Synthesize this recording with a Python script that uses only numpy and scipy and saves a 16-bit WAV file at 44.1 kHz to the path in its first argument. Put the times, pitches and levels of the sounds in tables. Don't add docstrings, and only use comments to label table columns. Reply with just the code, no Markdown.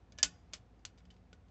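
import sys
import numpy as np
from scipy import signal
from scipy.fft import rfft, irfft
from scipy.io import wavfile

SR = 44100
rng = np.random.default_rng(int(sys.argv[2]) if len(sys.argv) > 2 else 0)


def output_pcm(signal):
    pcm = np.clip(np.atleast_2d(signal).T, -1, 1) * 32767
    wavfile.write(sys.argv[1], SR, np.round(pcm).astype(np.int16))


def ratio_of_db(decibels):
    return 10 ** (np.asarray(decibels, float) / 20)


N = 66150


def rms_one(x):
    return x / np.sqrt(np.mean(x ** 2) + 1e-20)


def at_hz(points, hz):
    points = np.array(points)
    return np.interp(np.log(hz), np.log(points[:, 0]), points[:, 1])


def dying(t, t60):
    return ratio_of_db(-60 * t / t60)


def bands(x, gain_db):
    edges = 160 * 2 ** np.arange(0, 6.1, 1 / 3)
    total = 0
    for low, high in zip(edges, edges[1:]):
        centre = np.sqrt(low * high)
        band = signal.butter(1, [low, high], "band", fs=SR, output="sos")
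        total = total + ratio_of_db(gain_db(centre)) * signal.sosfilt(band, x(centre))
    return total


def tilt_db(hz, dull_db, treble_db):
    return -dull_db * np.log2(hz / 5000) + treble_db / (1 + (5750 / hz) ** 6)


# pitch_hz, level_db
CRACK_COLOUR = [(200, -26), (500, -26), (1000, -16), (1500, -10.5), (3000, -3), (4800, -1), (6200, -9.5),
                (7300, -9), (8500, -12.5)]


def crack(t, dull_db, treble_db, chatter_ms, tail_db):
    contacts_per_s, first_contact = 2500, 3
    shimmer_db, shimmer_t60_s, shimmer_rise_s = -19, 0.1, 0.002
    contacts = rng.random(len(t)) < contacts_per_s / SR
    chatter = rng.standard_normal(len(t)) * contacts * np.exp(-1000 * t / chatter_ms)
    chatter[0] = first_contact
    shimmer = rng.standard_normal(len(t)) * (1 - np.exp(-t / shimmer_rise_s)) * dying(t, shimmer_t60_s)
    source = chatter / first_contact + ratio_of_db(shimmer_db + tail_db) * shimmer + 1e-18
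    noise = bands(lambda hz: source, lambda hz: at_hz(CRACK_COLOUR, hz) + tilt_db(hz, dull_db, treble_db))
    return noise / np.abs(noise).max()


# pitch_hz, level_db, late_t60_s
STEEL_MODES = [(612, -23, 0.1463), (1480, -24, 0.14), (1722, -36.5, 0.27), (2230, -20, 0.033),
               (2540, -26, 0.18), (3040, -18, .065), (3402, -16, .07), (3700, -18, .08), (4100, -17, .06),
               (4400, -17.5, 0.065), (4870, -6.5, 0.053), (5300, -12.5, .07), (5810, -10, 0.017),
               (6215, -7, .075), (6600, -9.5, .06), (7180, -14.5, 0.084), (7322, -11.5, 0.019)]


def ring(t, favoured_hz, extra_db, dull_db, treble_db, tail_db):
    early_t60_s, late_db = 0.022, -8
    reach_octaves, scatter_db, split = 0.035, 2.5, 0.011
    hz, level_db, late_t60_s = np.transpose(STEEL_MODES)[:, :, None]
    favour = np.exp(-(np.log2(hz / favoured_hz) / reach_octaves) ** 2)
    late_level_db = late_db + tail_db + extra_db * favour
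    level_db = level_db + tilt_db(np.maximum(hz, 2000), dull_db, treble_db)
    level_db = level_db + scatter_db * rng.standard_normal(hz.shape)
    offset_hz = split * hz * rng.standard_normal((3, *hz.shape)) * [[[0]], [[1]], [[1]]]
    phase = 2 * np.pi * rng.random((3, *hz.shape))
    partners = np.sin(2 * np.pi * (hz + offset_hz) * t + phase)
    clusters = np.sum(partners * [[[1]], [[0.55]], [[0.4]]], axis=0)
    decay = dying(t, early_t60_s) + ratio_of_db(late_level_db) * dying(t, late_t60_s)
    onset = 1 - np.exp(-t / 0.00025)
    return np.sum(ratio_of_db(level_db) * decay * clusters, axis=0) * onset


def tap(favoured_hz, extra_db, dull_db, treble_db, chatter_ms, tail_db):
    ring_db, grip_s = -10.5, 0.11
    t = np.arange(SR // 3) / SR
    noise = crack(t, dull_db, treble_db, chatter_ms, tail_db)
    modes = ring(t, favoured_hz, extra_db, dull_db, treble_db, tail_db)
    both = (noise + ratio_of_db(ring_db) * modes) * np.exp(-(t / grip_s) ** 3)
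    return both / np.abs(both).max()


# start_s, level_db (peak of the direct sound), favoured_hz (mode left ringing),
# extra_db (its added late level), dull_db (per octave, less treble if positive), treble_db (shelf),
# chatter_ms (decay constant), tail_db (lift of shimmer and late ringing)
TOUCHES = [(.1216, -47.5, 1720, 33, 9, 3, 1.7, -4.5), (.178, -51, 3040, 18.5, 20, 23, 1.9, 6),
           (.1859, -30.5, 1720, 22, 6, -0.5, 1.5, -1), (0.188, -35.5, 6600, 18.5, 4, -15, 2.5, -8),
           (0.229, -9, 1480, 14.5, -1.5, 9, 4.8, 2.6), (.527, -53, 7140, 0, 6.9, -5.5, 3.9, 6.3),
           (0.5343, -26.5, 3040, 8, 3, 0, 8, -0.2), (0.792, -65, 2230, 5.5, 5, -7, 2.9, -2),
           (0.8512, -60.5, 4100, 9, 17.4, -8.5, 1.7, -7.5), (.8514, -27, 1480, 13, -1.6, -1.5, 4.5, -7),
           (.9767, -55, 2230, 9.5, 10, -14.5, 2.25, -8), (.981, -58, 7260, 18.5, 2.8, -29, 11, 8.5),
           (1.004, -62, 2230, 11, 15, -23, 2.4, -6), (1.0532, -56.5, 4400, 6.5, 10, -9.5, 4, -2.5),
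           (1.1036, -52.5, 3040, 22, 1.8, -37, 3.7, 4), (1.141, -60.5, 5300, 9, 5, -18, 7.8, -2),
           (1.165, -58.5, 3700, 6.5, 11, -13.5, 5, -2), (1.3295, -44, 4870, 4.5, 12, -3.5, 7.5, -6),
           (1.484, -62.5, 3040, 7.5, 5.5, -16.5, 8, -2)]


def wrench():
    out = np.zeros(N + SR)
    for start_s, level_db, *colour in TOUCHES:
        start = int(start_s * SR)
        out[start:start + SR // 3] += ratio_of_db(level_db) * tap(*colour)
    return out[:N]


# pitch_hz, level_db (before the slow rise), t60_s
HULL_MODES = [(56, -40, .2), (108, -57.5, 0.17), (174.4, -52, 0.45), (283.7, -44.5, 0.17), (432, -59, 0.3)]


def thud():
    start_s, rise_s = 0.232, 0.015
    t = np.maximum(np.arange(N) / SR - start_s, 0)
    boom = sum(ratio_of_db(level_db) * dying(t, t60_s) * np.sin(2 * np.pi * hz * t)
               for hz, level_db, t60_s in HULL_MODES)
    return (1 - np.exp(-t / rise_s)) * boom


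# pitch_hz, t60_s
BAY_DECAY = [(400, 0.45), (1500, 0.12), (4000, 0.042), (8000, 0.033)]


def bay(x):
    t = np.arange(SR // 2) / SR
    white = rng.standard_normal(len(t)) * (1 - np.exp(-t / 0.0067))
    tail = bands(lambda hz: white * dying(t, at_hz(BAY_DECAY, hz)), lambda hz: 0)
    return signal.fftconvolve(x, tail / np.linalg.norm(tail))[:N]


# pitch_hz, width_hz, level_db (rms, before the bass roll-off)
HUM_TONES = [(72.6, 8, -67.5), (90, 5.1, -71.5), (102, 10, -70.5), (179.2, 3.4, -72.5), (245, 36, -72.5)]


def hum():
    steady_hz, steady_db = 54.5, -65.5
    out = ratio_of_db(steady_db) * rms_one(np.sin(2 * np.pi * steady_hz * np.arange(N) / SR))
    for hz, width_hz, level_db in HUM_TONES:
        r = np.exp(-np.pi * width_hz / SR)
        resonance = [1, -2 * r * np.cos(2 * np.pi * hz / SR), r * r]
        tone = signal.lfilter([1, 0, -1], resonance, rng.standard_normal(2 * N))
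        out = out + ratio_of_db(level_db) * rms_one(tone[N:])
    return out


# (relative, per Hz)
FLOOR_COLOUR = [(15, -32), (25, -15.5), (81, -2), (194, -13.5), (225, -22), (502, -15), (625, -25),
                (724, -14.5), (818, -22), (6820, -44.5), (8500, -58), (11000, -87), (18700, -120)]
# time_s, lift_db
FLOOR_SWELL = [(0, 1.7), (.3, 2.14), (.45, 2.7), (.7, 1.2), (1.5, 0)]


def floor():
    floor_db = -68.5
    hz = np.maximum(np.fft.rfftfreq(N, 1 / SR), 1)
    spectrum = rfft(rng.standard_normal(N)) * ratio_of_db(at_hz(FLOOR_COLOUR, hz))
    lift_db = np.interp(np.arange(N) / SR, *np.transpose(FLOOR_SWELL))
    return ratio_of_db(floor_db + lift_db) * rms_one(irfft(spectrum, N))


def scene():
    bay_db = -22.5
    taps = wrench()
    mix = taps + ratio_of_db(bay_db) * bay(taps) + thud() + hum() + floor()
    return mix[None]


def roll_off(x):
    return signal.sosfilt(signal.butter(12, 8790, fs=SR, output="sos"), x)


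def record(dry):
    mic_low_hz, cut_hz, dither_db = 43, 8700, -91
    x = signal.sosfilt(signal.butter(4, mic_low_hz, "high", fs=SR, output="sos"), dry)
    x = signal.sosfilt(signal.cheby2(14, 60, cut_hz, fs=SR, output="sos"), x)
    mix = x + ratio_of_db(dither_db) * rng.standard_normal(x.shape)
    return roll_off(mix)


dry = scene()
out = record(dry)
output_pcm(out)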